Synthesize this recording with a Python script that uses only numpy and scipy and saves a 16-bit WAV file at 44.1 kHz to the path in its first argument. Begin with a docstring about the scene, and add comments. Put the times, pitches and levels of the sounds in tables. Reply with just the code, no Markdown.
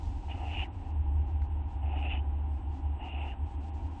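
"""Inside a wooden nest box, close to a small camera microphone: a young barn owl begs three times.
Each call is a rush of air that stirs the box, topped by a fluttering rasp near 2.8 kHz that swells,
breaks into a thin whistle and stops short. Nearby, feathers rustle and a bill or claw ticks.
From outside come a low hum like a distant engine and a rumble, with night noise coloured by the box.
The microphone adds a faint hiss and whine. Now and then a faint treble hiss swells briefly."""
import sys
import numpy as np
from scipy import signal
from scipy.fft import rfft, irfft
from scipy.io import wavfile

SR = 44100
rng = np.random.default_rng(int(sys.argv[2]) if len(sys.argv) > 2 else 0)


def pcm_store(signal):
    """Save signal as 16-bit PCM."""
    levels = np.round(np.clip(np.atleast_2d(signal), -1, 1) * 32767)
    wavfile.write(sys.argv[1], SR, levels.astype(np.int16).T)


N = 176400
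T = np.arange(N) / SR

# Soft treble of the feathers and the hiss swells. Each row: frequency in Hz, relative level in dB.
TREBLE_SPECTRUM = [(2000, -4.5), (3500, 1), (5500, -2.5), (7500, -5), (8800, -9), (9600, -18.5)]
# Patches of grainy treble. Each row: start and end in seconds, level in dB.
TREBLE_PATCHES = [(-.1, .68, -69), (.01, 0.11, -79), (0.716, 0.928, -74.5), (1.402, 1.48, -77.5),
                  (3.448, 3.57, -73.5), (3.594, 3.71, -72.5), (3.727, 3.799, -69.5), (3.775, 3.905, -74),
                  (3.891, 4.02, -74)]
HISS_PATCH = TREBLE_PATCHES[2]  # here a faint treble hiss swells briefly; the other rows are feathers


def owl():
    """Close up: rushing air stirs the box, puffs of turbulence ring the throat, a whistle breaks in."""
    # One list a call. Each row: time in seconds, rasp, air and whistle levels in dB, whistle in Hz.
    begs = [
        [(.275, -74, -51, -84, 2800), (.295, -51.5, -51, -61, 2720), (.32, -49.5, -48.5, -58, 2920),
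         (.35, -61, -52, -66, 2900), (.395, -60, -47.5, -60, 2700), (.425, -60, -45, -68, 2800),
         (.485, -52.5, -47.5, -56, 2750), (.545, -44.5, -50, -56, 2950), (.583, -47, -45, -43, 2800),
         (.596, -40, -59, -54, 2790), (.627, -41.5, -41, -54, 2950), (.639, -47, -45, -42, 2950),
         (.647, -54, -69, -65, 2820), (.662, -62, -69, -56, 2820), (.672, -67, -64, -67, 2780)],
        [(1.821, -72, -59, -74, 2950), (1.831, -67, -48.5, -63.5, 2900), (1.87, -61, -51, -75, 2700),
         (1.95, -53.5, -44, -69.5, 2760), (1.99, -48.5, -46, -53.5, 2920), (2.01, -56.5, -50, -65.5, 2800),
         (2.033, -48.5, -45, -59, 2680), (2.057, -44, -44, -48.5, 2670), (2.075, -48.5, -46, -47, 2680),
         (2.092, -48.5, -56, -61, 2820), (2.109, -39, -47, -47.5, 2700), (2.128, -44, -50, -53, 2720),
         (2.146, -45.5, -47, -58, 3000), (2.172, -52, -48, -50, 2860), (2.186, -53, -52.5, -61, 2910),
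         (2.199, -60, -71, -57.5, 3030), (2.208, -71, -71, -69, 3080)],
        [(2.975, -75, -57, -74, 2780), (3.005, -61.5, -47.5, -58, 2820), (3.035, -58.5, -50, -54, 2840),
         (3.08, -53.5, -48.5, -53.5, 2850), (3.115, -54, -55, -53, 2740), (3.135, -54, -50, -52, 2860),
         (3.155, -52, -49, -69, 2820), (3.175, -55, -48, -61, 2800), (3.19, -51, -47.5, -47.5, 2770),
         (3.215, -50, -49, -52, 2690), (3.26, -51, -46, -54, 2670), (3.283, -53, -46.5, -53, 2850),
         (3.31, -55.5, -63, -55, 2750), (3.337, -60, -49, -67, 2930), (3.35, -72, -82, -75, 2900)],
    ]
    # Resonances of the throat. Each row: frequency in Hz, relative level in dB.
    throat_spectrum = [(1000, -20.5), (1600, -17.5), (2000, -12), (2350, -6), (2530, 2), (2700, 1),
                       (2970, 0), (3140, -12.5), (3500, -16), (3750, -26), (4050, -38), (4600, -56.5),
                       (9000, -64)]
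    # The breath as the box colours it. Each row: frequency in Hz, relative level in dB.
    air_spectrum = [(150, -26.5), (300, -3.5), (480, -10), (620, -5.5), (770, 7.5), (930, 0), (1110, -22.5),
                    (1220, -11), (1500, -21.5), (2100, -16), (3000, -46.5), (4000, -53), (9000, -70)]
    rows = np.concatenate(begs)
    rasp_db, air_db, whistle_db, whistle_hz = (curve(rows[:, [0, k]]) for k in range(1, 5))
    fade_s = .016
    calling = sum(stretch(beg[0][0] - fade_s / 2, beg[-1][0] + fade_s / 2, fade_s) for beg in begs)
    puffs = flutter()
    throat = colour(puffs * noise(), throat_spectrum)
    breathy_ring = amp(-7.5) * resonate(puffs * noise(), whistle_hz, width_hz=180)
    rasp = amp(rasp_db) * unit(throat + breathy_ring)
    air = amp(air_db) * colour(noise(), air_spectrum)
    call = rasp + air + amp(whistle_db) * whistle(whistle_hz)
    return calling * call + bill_closings()


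def flutter():
    """Uneven puffs of the syrinx, each with its own strength; rms 1."""
    rate_hz, jitter, depth, spread_db = 154.6, .3, .42, 1.8
    turns = np.cumsum(rate_hz * np.exp(jitter * wander(88.6))) / SR
    strength = amp(spread_db * np.clip(noise(), -2, 2))[turns.astype(int)]
    return unit(1 - depth + 2 * depth * strength * np.sin(np.pi * turns) ** 4)


def whistle(hz):
    """A thin, unsteady tone of air through the syrinx; rms 1."""
    jitter_hz, shimmer_db = 50, 2.5
    turns = np.cumsum(hz + jitter_hz * wander(140)) / SR
    return unit(np.sin(2 * np.pi * turns) * amp(shimmer_db * wander(120)))


def bill_closings():
    """As the bill closes on each call, air rings a lower, sliding resonance of the mouth."""
    # Each row: centre and half-length in seconds, level in dB, pitch in Hz, slide in Hz per second.
    closings = [(0.645, 0.02, -51.5, 2240, -20000), (2.157, .013, -52.5, 2020, 16000),
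                (3.33, 0.02, -62, 1690, -15000)]
    out = np.zeros(N)
    for centre, half_length, db, hz, slide in closings:
        glide_hz = hz + slide * np.clip(T - centre, -2 * half_length, 2 * half_length)
        out += amp(db) * swell(centre, half_length) * resonate(noise(), glide_hz, width_hz=360)
    return out


def ticks():
    """Tiny dry clicks of bill or claw in the nest, each a fast-dying burst of noise."""
    # Each row: start in seconds, peak level in dB.
    clicks = [(0.349, -48), (0.535, -44), (.638, -58), (1.42, -46.5)]
    # Colour of a click. Each row: frequency in Hz, relative level in dB.
    click_spectrum = [(600, -16), (1300, 5), (1950, 5.5), (2400, -5.5), (3000, -9), (4600, -9.5),
                      (5500, -33), (9500, -49)]
    t60_s = .013
    t = np.arange(2048) / SR - .005
    decay = (t > 0) * 1000 ** (-abs(t) / t60_s)
    out = np.zeros(N)
    for start, db in clicks:
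        tick = colour(rng.standard_normal(len(t)) * decay, click_spectrum)
        out += amp(db) * np.interp(T - start, t, tick / abs(tick).max(), 0, 0)
    return out


def feathers():
    """Feathers rustle and scuff as the owls shift."""
    return grainy_treble([row for row in TREBLE_PATCHES if row != HISS_PATCH])


def distant_hum():
    """Far outside the box, one low wavering tone like an engine."""
    # Course of the pitch. Each row: time in seconds, frequency in Hz.
    pitches = [(0, 71.54), (.85, 77.43), (1.1, 73.12), (3.3, 72.5), (4, 78.87)]
    # Swells and dips. Each row: time in seconds, level in dB before the trim.
    levels = [(0.0, -67), (0.04, -34), (0.37, -37.5), (0.39, -43), (0.43, -37.5), (0.83, -43),
              (0.91, -29.5), (1.19, -24), (1.32, -41.5), (1.36, -28), (1.67, -30), (1.71, -56), (1.77, -30),
              (2.57, -29.5), (2.62, -43), (2.68, -31), (2.8, -37), (2.85, -26.5), (3.02, -34.5),
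              (3.05, -38), (3.16, -31.5), (3.29, -38.5), (3.44, -25.5), (3.5, -67), (3.55, -32),
              (3.64, -39.5), (3.75, -32), (3.83, -47), (3.85, -31.5), (4.0, -41)]
    pitch_drift, trim_db, waver_db = .0096, -2.5, 1
    hz = curve(pitches) * (1 + pitch_drift * wander(5.3))
    tone = unit(np.sin(2 * np.pi * np.cumsum(hz) / SR))
    return tone * amp(curve(levels) + trim_db + waver_db * wander(23))


def outdoor_rumble():
    """Deep noise from outdoors, slowly easing off."""
    # Each row: time in seconds, level in dB.
    levels = [(0, -35), (.8, -37), (1.1, -35.5), (2, -38), (3, -40), (4, -41.5)]
    # Its colour. Each row: frequency in Hz, relative level in dB.
    spectrum = [(8, -27.5), (25, -13.5), (40, -4.5), (58, -4), (68, 1), (80, -1.5), (92, -4.5), (108, -15),
                (135, -31), (200, -29.5)]
    return amp(curve(levels)) * colour(noise(), spectrum)


def hollow_box():
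    """Night noise from outside rings in the hollow box around the microphone."""
    # Resonances of the box. Each row: frequency in Hz, relative level in dB.
    spectrum = [(70, -23), (120, -1.5), (190, -6), (240, -1.5), (280, 3.5), (350, -3.5), (430, -13.5),
                (540, -15), (680, -11.5), (760, -3.5), (812, 3), (865, -9), (920, -2), (1020, -11),
                (1130, -20), (1500, -23.5), (2200, -27.5), (2750, -22.5), (3100, -28), (3700, -41),
                (5000, -64)]
    level_db, waver_db = -49, .5
    return amp(level_db + waver_db * wander(5.7)) * colour(noise(), spectrum)


def microphone_noise():
    """The microphone's own steady hiss and thin electrical whine."""
    # Each row: frequency in Hz, level in dB.
    whine_tones = [(7927, -90), (8072, -93)]
    # Each row: frequency in Hz, relative level in dB.
    hiss_spectrum = [(1500, 10), (3500, 21), (5000, -9), (7500, -13), (8700, -15), (9600, -23.5)]
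    whine = sum(amp(db) * resonate(noise(), hz, width_hz=12) for hz, db in whine_tones)
    return whine + amp(-81) * colour(noise(), hiss_spectrum)


def hiss_swells():
    """Now and then a faint treble hiss swells briefly."""
    # Each row: centre and half-length in seconds, level in dB.
    swells = [(1.297, 0.034, -75), (1.723, 0.043, -74.5), (2.002, 0.028, -75.5), (2.57, 0.069, -79),
              (2.759, .06, -72.5), (3.065, 0.034, -71.5), (3.28, 0.054, -72)]
    level = sum(amp(db) * swell(centre, half_length) for centre, half_length, db in swells)
    return level * colour(noise(), TREBLE_SPECTRUM) + grainy_treble([HISS_PATCH])


def grainy_treble(patches):
    """Patches of soft treble noise with sparse crackles in it."""
    crackles_per_s, waver_db = 540, 1
    level = sum(amp(db) * stretch(start, end, fade_s=.022) for start, end, db in patches)
    crackles = unit(noise() * (rng.random(N) < crackles_per_s / SR))
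    return level * amp(waver_db * wander(15)) * colour(noise() + amp(-7) * crackles, TREBLE_SPECTRUM)


def amp(db):
    """Decibels to gain."""
    return 10 ** (np.asarray(db) / 20)


def unit(x):
    """Scales to rms 1."""
    return x / np.sqrt(np.mean(x ** 2) + 1e-20)


def noise():
    """White noise."""
    return rng.standard_normal(N)


def wander(rate_hz):
    """Random drift up to about the given rate; rms 1."""
    hz = np.fft.rfftfreq(N, 1 / SR)
    return unit(irfft(rfft(noise()) / (1 + (hz / rate_hz) ** 4), N))


def curve(points):
    """Joins (seconds, value) points by straight lines."""
    return np.interp(T, *np.transpose(points))


def swell(centre, half_length):
    """A bell-shaped rise and fall around a moment."""
    return np.exp(-((T - centre) / half_length) ** 2)


def stretch(start, end, fade_s):
    """Fades in after start and out before end."""
    return np.clip(np.minimum(T - start, end - T) / fade_s, 0, 1)


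def colour(x, spectrum):
    """Filters by a (Hz, dB) spectrum, rolling off beyond its top; rms 1."""
    hz = np.fft.rfftfreq(len(x), 1 / SR) + 1
    points_hz, points_db = np.transpose(spectrum)
    gain = amp(np.interp(np.log(hz), np.log(points_hz), points_db))
    rolloff = np.minimum(points_hz[-1] / hz, 1) ** 2
    return unit(irfft(rfft(x) * gain * rolloff, len(x)))


def resonate(x, hz, width_hz):
    """A steep resonance that can follow a pitch curve; rms 1."""
    carrier = np.exp(2j * np.pi * np.cumsum(hz * np.ones(N)) / SR)
    pole = np.exp(-np.pi * width_hz / SR)
    baseband = signal.lfilter([(1 - pole) ** 2], [1, -2 * pole, pole * pole], x / carrier)
    return unit((carrier * baseband).real)


def scene():
    """The nest and the night outside, at the one microphone in the box."""
    nest = owl() + ticks() + feathers()
    outside = distant_hum() + outdoor_rumble() + hollow_box()
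    return (nest + outside + microphone_noise() + hiss_swells())[None]


def record(dry):
    """The small camera passes nothing much above 9.7 kHz."""
    lowpass = signal.firwin(511, 9700, window=("kaiser", 9), fs=SR)
    return signal.oaconvolve(dry, lowpass[None], "same")


dry = scene()
out = record(dry)
pcm_store(out)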